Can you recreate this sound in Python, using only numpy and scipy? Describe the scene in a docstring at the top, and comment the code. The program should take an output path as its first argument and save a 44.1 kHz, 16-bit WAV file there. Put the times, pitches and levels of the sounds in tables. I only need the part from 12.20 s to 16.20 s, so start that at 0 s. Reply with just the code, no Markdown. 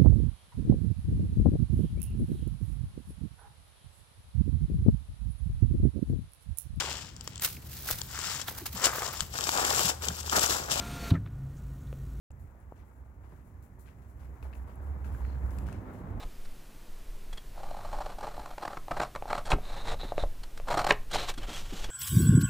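"""On a concrete path, just above the handle of a small stroller being pushed along.
The wheels rumble through the frame and set it droning near 65 Hz; the rolling grows louder and
coarser after two seconds. Shoes and fabric scuff close by on the left, plastic fittings rattle,
clink and creak, and a faint outdoor hiss lies behind."""
import sys
import numpy as np
from scipy import signal
from scipy.fft import rfft, irfft
from scipy.io import wavfile

SR = 44100
rng = np.random.default_rng(int(sys.argv[2]) if len(sys.argv) > 2 else 0)


def generate_wav(sig):
    """Save sig (samples, or channels by samples) to the path in sys.argv[1] as 16-bit PCM at SR."""
    pcm = np.round(np.clip(np.atleast_2d(sig).T, -1, 1) * 32767).astype(np.int16)
    wavfile.write(sys.argv[1], SR, pcm)


N = 176400
TIME = np.arange(N) / SR
OPPOSITE = np.array([[1], [-1]])  # left plus, right minus
PLASTIC_T60_S = .022

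# Swell of the rolling (time [s], relative seat level [dB], relative tread and chatter level [dB])
ROLL = [(.1, -59.5, -66.5), (.85, -61, -67.5), (1.1, -59.5, -67), (1.8, -58.5, -68.5), (2.15, -55, -63.5),
        (2.5, -53.5, -59), (2.9, -49, -57), (3.35, -48.5, -55), (3.45, -43, -57.5), (3.7, -43.5, -53.5),
        (3.98, -44, -54.5)]


def undb(db):
    """Decibels to gain."""
    return 10 ** (np.asarray(db) / 20)


def unit(x):
    """Scale to rms 1."""
    return x / np.sqrt(np.mean(x ** 2) + 1e-24)


def curve(table, column=1):
    """One column of a table, joined by lines in time."""
    rows = np.array(table)
    return np.interp(TIME, rows[:, 0], rows[:, column])


def across(points):
    """Spread (frequency [Hz], value) points over the frequency bins."""
    rows = np.array(points)
    return np.interp(np.log(np.arange(N // 2 + 1) * SR / N + 1), np.log(rows[:, 0]), rows[:, 1])


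def colour(x, points):
    """Shape a signal with an EQ curve; rms 1."""
    return unit(irfft(rfft(x) * undb(across(points)), N))


def pan(db):
    """Constant-power stereo gains, the left louder by db."""
    return unit(undb(OPPOSITE * db / 2))


def resonate(x, hz, width_hz):
    """A resonance of two band-passes in series, each width_hz wide."""
    b, a = signal.iirpeak(hz, hz / width_hz, fs=SR)
    return signal.lfilter(b, a, signal.lfilter(b, a, x))


def ping(hz, t60):
    """One struck mode dying away, 0.1 s long."""
    t = TIME[:SR // 10]
    return np.sin(2 * np.pi * hz * t) * np.exp(-np.log(1000) * t / t60)


def grains(per_s, spread_db, share):
    """Random contacts of uneven size carry a share of the power; countless tiny ones blur into noise."""
    contacts = (rng.random(N) < per_s / SR) * rng.choice([-1, 1], N)
    sizes = undb(spread_db * np.minimum(rng.exponential(size=N), 4))
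    return np.sqrt(share) * unit(contacts * sizes) + np.sqrt(1 - share) * rng.standard_normal(N)


def waver(per_s):
    """Random drift, rms 1."""
    return unit(np.interp(TIME * per_s, np.arange(1024), rng.standard_normal(1024)))


def add(out, start, sound):
    """Mix a short sound into a track at a time in seconds."""
    i = int(start * SR)
    out[..., i:i + sound.shape[-1]] += sound[..., :N - i]


def shaken(modes, share):
    """Bumps in the concrete shake broad resonances, each with its own timing."""
    bumps = grains(per_s=260, spread_db=3.5, share=share)
    return unit(sum(undb(db) * resonate(np.roll(bumps, k * SR // 3), hz, 1.92 * width)
                    for k, (hz, width, db) in enumerate(modes)))


def drone():
    """The wheels set the frame humming on a low, unsteady note."""
    # Path of the note (time [s], centre pitch [Hz], relative level [dB])
    note = [(.1, 65, -50), (1.8, 64, -54), (2.13, 64, -41), (2.185, 64, -53), (2.27, 64, -33.5),
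            (2.338, 64, -49.5), (2.41, 64, -32.5), (2.49, 67.4, -55), (2.57, 67.8, -42), (2.70, 69.1, -32),
            (2.81, 67, -41), (2.86, 66.94, -35.5), (2.93, 65.5, -34.5), (2.97, 64.1, -38),
            (3.03, 65.5, -29), (3.1, 65.2, -32.5), (3.26, 64.4, -31), (3.33, 64.7, -43),
            (3.41, 63.5, -29.5), (3.52, 62.5, -50), (4, 59.3, -63)]
    hz = curve(note) * (1 + .016 * waver(24.74))
    level_db = curve(note, column=2) - 1.5 + 1.2 * waver(30)
    return np.sqrt(2) * np.sin(2 * np.pi * np.cumsum(hz) / SR) * undb(level_db)


def rumble():
    """The rough path stirs the deep resonances of frame and wheels."""
    # Frame and wheel modes (frequency [Hz], nominal width [Hz], gain [dB])
    modes = [(48.1, 14.9, -1), (64, 25, -11), (82.6, 21, -2.5), (97.4, 17.4, -8), (127.1, 23, -11)]
    # Swell of the rumble (time [s], level [dB])
    swell = [(.1, -49.5), (.3, -51), (.5, -54), (.7, -54), (1.1, -52.5), (1.9, -48), (2.5, -46.5),
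             (3.0, -41.5), (3.45, -37), (3.56, -40.5), (3.7, -45), (3.92, -38.5)]
    return shaken(modes, share=.74) * undb(curve(swell) + 1.5 * waver(16))


def seat():
    """The shaken seat adds a boxy note, a little to the right."""
    # Seat modes (frequency [Hz], nominal width [Hz], gain [dB])
    modes = [(134.2, 33, -2), (190.4, 14, 1.5), (245, 70.3, -2), (378, 22.4, -7.5), (454, 217, -13.5)]
    mid = shaken(modes, share=.51) * pan(-3)
    side = shaken(modes, share=.16) * undb(-22.5) * OPPOSITE
    return (mid + side) * undb(curve(ROLL) - 3)


def ports(x):
    """The two microphone ports pick up the shaking slightly out of step."""
    # Lead of the left port (frequency [Hz], phase [rad])
    lead = [(60, .46), (250, .42), (700, .2), (1400, 0)]
    return irfft(rfft(x) * np.exp(.5j * across(lead) * OPPOSITE), N)


def tread():
    """Hard wheels crunch over the grain of the concrete."""
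    # Tone of the crunch (frequency [Hz], gain [dB])
    tone = [(150, -3.5), (400, -1), (600, -1), (900, 2), (1300, -3.5), (1650, -7.5), (2300, -17.5),
            (2900, -31), (4000, -30.5), (8000, -56), (16000, -100)]
    # Stereo lean (frequency [Hz], left minus right [dB])
    lean = [(200, 4), (700, 3), (1300, 2.5), (2400, 8.5), (8000, -6)]
    # Likeness of the channels (frequency [Hz], correlation)
    likeness = [(200, 0.69), (500, 0.64), (1000, 0), (2000, 0)]
    mid, side = (rfft(grains(per_s=900, spread_db=3, share=.54)) for _ in range(2))
    alike = across(likeness)
    spectra = mid * np.sqrt(1 + alike) + OPPOSITE * side * np.sqrt(1 - alike)
    crunch = irfft(spectra * undb(OPPOSITE * across(lean) / 2), N)
    return colour(crunch, tone) * undb(curve(ROLL, column=2) + 1.5 + 1.3 * waver(35))


def chatter(per_s=65, low_hz=380, high_hz=1900, spread_db=2.8):
    """Small loose joints tick at random, each with its own pitch and side, louder as the rolling grows."""
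    out = np.zeros((2, N))
    for when, pitch, length, side, size in rng.random((int(per_s * N / SR), 5)):
        hz = low_hz * (high_hz / low_hz) ** pitch
        gain = undb(spread_db * min(-np.log(1 - size), 2)) * np.sqrt(low_hz / hz)
        tick = gain * ping(hz, PLASTIC_T60_S * (.5 + length))
        angle = np.pi * (side - .35)
        add(out, when * N / SR, tick * np.array([[np.cos(angle)], [np.sin(angle)]]))
    return unit(out) * pan(3.1) * undb(curve(ROLL, column=2) - 6.5)


def air():
    """Faint, slightly unsteady hiss with a fine crackle of dust under the wheels."""
    # Tone of the hiss (frequency [Hz], gain [dB])
    tone = [(2000, 8.5), (3500, -11), (5200, -9), (7300, -2.5), (8700, -8.5), (11000, -4.5), (16000, -3.5)]
    # Swell of the hiss (time [s], level [dB])
    swell = [(.1, -71), (.95, -73), (1.8, -69.5), (2.8, -66), (3.3, -63.5), (4, -68)]
    dust = np.array([grains(per_s=300, spread_db=3, share=.15) for _ in range(2)])
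    return colour(dust, tone) * undb(curve(swell) + .96 * waver(42)) * pan(13)


def rattles(strike_db=19, buzz_decay_s=.003, snap_decay_s=.0022, clack_t60_s=.015):
    """Loose plastic fittings strike, buzz for a few milliseconds and ring briefly."""
    # Hits (time [s], clack pitch [Hz], clack level [dB], click level [dB], snap level [dB])
    hits = [(0.106, 646, -60.5, -70, -72), (2.228, 494, -53.5, -57.5, -77), (2.329, 2000, -66, -66, -80),
            (2.335, 2230, -65, -59.5, -77), (2.353, 2000, -77, -64.5, -70), (2.672, 680, -54.5, -72, -82),
            (2.845, 1322, -54, -64.5, -76), (3.050, 1880, -57, -65.5, -82), (3.262, 1083, -55.5, -80, -71),
            (3.307, 940, -68, -85, -64.5), (3.386, 948, -54, -57, -56.5), (3.468, 1225, -62, -68, -67),
            (3.487, 1180, -50.5, -73, -64), (3.527, 1710, -69, -59, -59)]
    # Modes of the clack (ratio to its pitch, gain [dB])
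    clack_modes = [(.84, 2.5), (1, 6), (1.17, 0)]
    # Modes of the plastic click (frequency [Hz], gain [dB], nominal t60 [s])
    click_modes = [(1800, -5, .006), (2200, -4, .005), (2550, 0, .008), (3500, -12, .003)]

    def sized(x, db):
        """Give each channel the energy of 10 ms at this level."""
        return x * undb(db) / np.sqrt(np.sum(x ** 2, axis=1, keepdims=True) / (SR / 100))

    def mode(x, hz, t60):
        """A plastic resonance: the longer it rings, the narrower it is."""
        return resonate(x, hz, 2 * np.log(1000) / np.pi / t60)

    out, t = np.zeros((2, N)), TIME[:SR // 10]
    snap_band = signal.butter(2, [3200, 11000], "band", fs=SR, output="sos")
    for start, clack_hz, clack_db, click_db, snap_db in hits:
        noise = rng.standard_normal((2, len(t))) + .1 * rng.standard_normal(len(t))
        strike = noise * np.exp(-t / buzz_decay_s) + undb(strike_db) * (t == 0)
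        clack = sum(undb(db) * mode(strike, ratio * clack_hz, clack_t60_s) for ratio, db in clack_modes)
        click = sum(undb(db) * mode(strike, hz, t60) for hz, db, t60 in click_modes)
        snap = signal.sosfilt(snap_band, noise * np.exp(-t / snap_decay_s))
        bright = sized(click, click_db) + sized(snap, snap_db)
        add(out, start, sized(clack, clack_db) * pan(5) + bright * pan(13))
    return out


def tinks(decay_s=.003):
    """A small metal ring on the harness makes tiny, very high touches."""
    # Touches (time [s], pitch [Hz], relative level [dB])
    touches = [(.116, 7250, -65), (0.402, 10800, -68), (2.557, 10800, -65)]
    out = np.zeros((2, N))
    for start, hz, db in touches:
        note = unit(resonate(rng.standard_normal((2, N)), hz, width_hz=1500))
        envelope = (TIME >= start) * np.exp(-np.clip((TIME - start) / decay_s, 0, 50))
        out += note * envelope * undb(db + 4.5)
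    return out * pan(11)


def scuffs(attack_s=.007, decay_s=.036):
    """Shoes and fabric rub: a quick start, a short slide and a fading swish with some grit."""
    # Strokes (time [s], hold [s], relative swish level [dB], relative grit level [dB])
    strokes = [(0.189, 0.035, -74.5, -86), (0.554, 0.053, -82, -66.5), (0.644, 0.14, -81.5, -97),
               (1.033, 0.022, -84, -69.5), (1.086, 0.12, -80.5, -74), (1.243, 0.038, -77.5, -94),
               (1.421, 0.018, -69.5, -73), (1.586, 0.025, -67, -80), (1.651, 0.055, -84, -64.5),
               (1.815, 0.0083, -77, -68.5), (1.88, .03, -76, -94), (1.99, 0.058, -76, -65),
               (2.221, 0.021, -68.5, -59.5), (2.341, 0.032, -69.5, -68), (2.469, 0.044, -78, -65),
               (2.613, 0.056, -73.5, -81), (2.842, 0.027, -69, -58), (2.914, 0.097, -71, -65),
               (3.04, 0.12, -98, -64.5), (3.248, 0.033, -72, -81), (3.307, 0.12, -69.5, -64),
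               (3.457, 0.096, -76, -57.5), (3.726, 0.065, -73.5, -65)]
    # Tone of the swish (frequency [Hz], gain [dB])
    swish_tone = [(1500, -45), (4000, -13), (5600, -14), (7200, -4), (8600, -8.5), (11000, -2),
                  (13000, -5.5), (16000, -7.5)]
    # Tone of the grit (frequency [Hz], gain [dB])
    grit_tone = [(500, 19.5), (1500, 16.5), (2500, 13), (4000, 2.5), (6000, 2), (9000, -3), (16000, -32)]

    def rub(tone):
        """Grainy stereo friction noise."""
        return colour(np.array([grains(per_s=2500, spread_db=3.5, share=.65) for _ in range(2)]), tone)

    swish, grit = np.zeros((2, N))
    for start, hold, swish_db, grit_db in strokes:
        rise = np.clip((TIME - start) / attack_s, 0, 1)
        fall = np.exp(-np.clip(TIME - start - hold, 0, 1) / decay_s)
        swish += rise * fall * undb(swish_db + 2.5)
        grit += rise * fall * undb(grit_db + .5)
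    return (swish * rub(swish_tone) + grit * rub(grit_tone)) * pan(14)


def knock(start_s=.5222):
    """One dull, heavily damped tap close by."""
    tap = np.zeros(N)
    add(tap, start_s, -ping(hz=590, t60=.0031))
    muffle = signal.butter(5, 1190, fs=SR, output="sos")
    return signal.sosfilt(muffle, tap) * undb(-24.5) * pan(4)


def jolts(decay_s=.017):
    """Gain of the rolling noise: each jolt of a wheel on the concrete lifts it at once and dies away."""
    # Wheel jolts (time [s], lift [dB])
    lifts = [(.575, 3.5), (.761, 2.5), (.826, 0.5), (1.035, 4), (1.122, 10), (1.184, 6), (1.361, 3.5),
             (2.244, 6.5)]
    return 1 + sum((undb(db) - 1) * (TIME >= start) * np.exp(-np.abs(TIME - start) / decay_s)
                   for start, db in lifts)


def creak():
    """A joint sticks and slips a few times in quick succession."""
    # Slips (time [s], relative level [dB])
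    slips = [(1.6755, -52), (1.6825, -50), (1.6885, -52), (1.695, -59)]
    # Modes of the joint (frequency [Hz], gain [dB], t60 [s])
    modes = [(1600, -3, 0.012), (2080, -4.5, 0.0098), (2460, -11, 0.0097), (3250, -24, 0.0044)]
    out = np.zeros(N)
    slip = sum(undb(db) * ping(hz, t60) for hz, db, t60 in modes)
    for start, db in slips:
        add(out, start, slip * undb(db))
    return out * pan(13)


def clinks():
    """Hard plastic parts touch once and ring with a short, clear pitch."""
    # Touches (time [s], pitch [Hz], level [dB])
    touches = [(2.948, 1570, -44.5), (3.007, 966, -41.5), (3.155, 1600, -49.5), (3.487, 1620, -49)]
    out = np.zeros(N)
    for start, hz, db in touches:
        add(out, start, ping(hz, PLASTIC_T60_S) * undb(db))
    return out * pan(3.2)


def squeak(peak_s=3.095, width_s=.068):
    """A thin, breathy rub from a wheel."""
    rub = unit(resonate(rng.standard_normal((2, N)), hz=4220, width_hz=500))
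    swell = np.exp(-((TIME - peak_s) / width_s) ** 2)
    return rub * swell * undb(-72.5) * pan(17.5)


def scene():
    """The rolling stroller, its small contact noises and the hiss behind."""
    jolt_gain = jolts()
    shaking = (drone() + rumble()) * pan(-4) + seat() * jolt_gain
    rolling = ports(shaking) + tread() * jolt_gain
    contacts = chatter() + scuffs() + rattles() + clinks() + creak() + tinks() + knock() + squeak()
    return rolling + contacts + air()


def record(dry):
    """The microphone opens after a moment and cuts the deepest bass and the top."""
    open_s, fade_s = .103, .002
    gate = np.clip((TIME - open_s) / fade_s, undb(-61), 1)
    low_cut = signal.butter(6, 34, "high", fs=SR, output="sos")
    high_cut = signal.ellip(8, .2, 70, 15800, fs=SR, output="sos")
    return signal.sosfilt(high_cut, signal.sosfilt(low_cut, dry) * gate)


dry = scene()
out = record(dry)
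generate_wav(out)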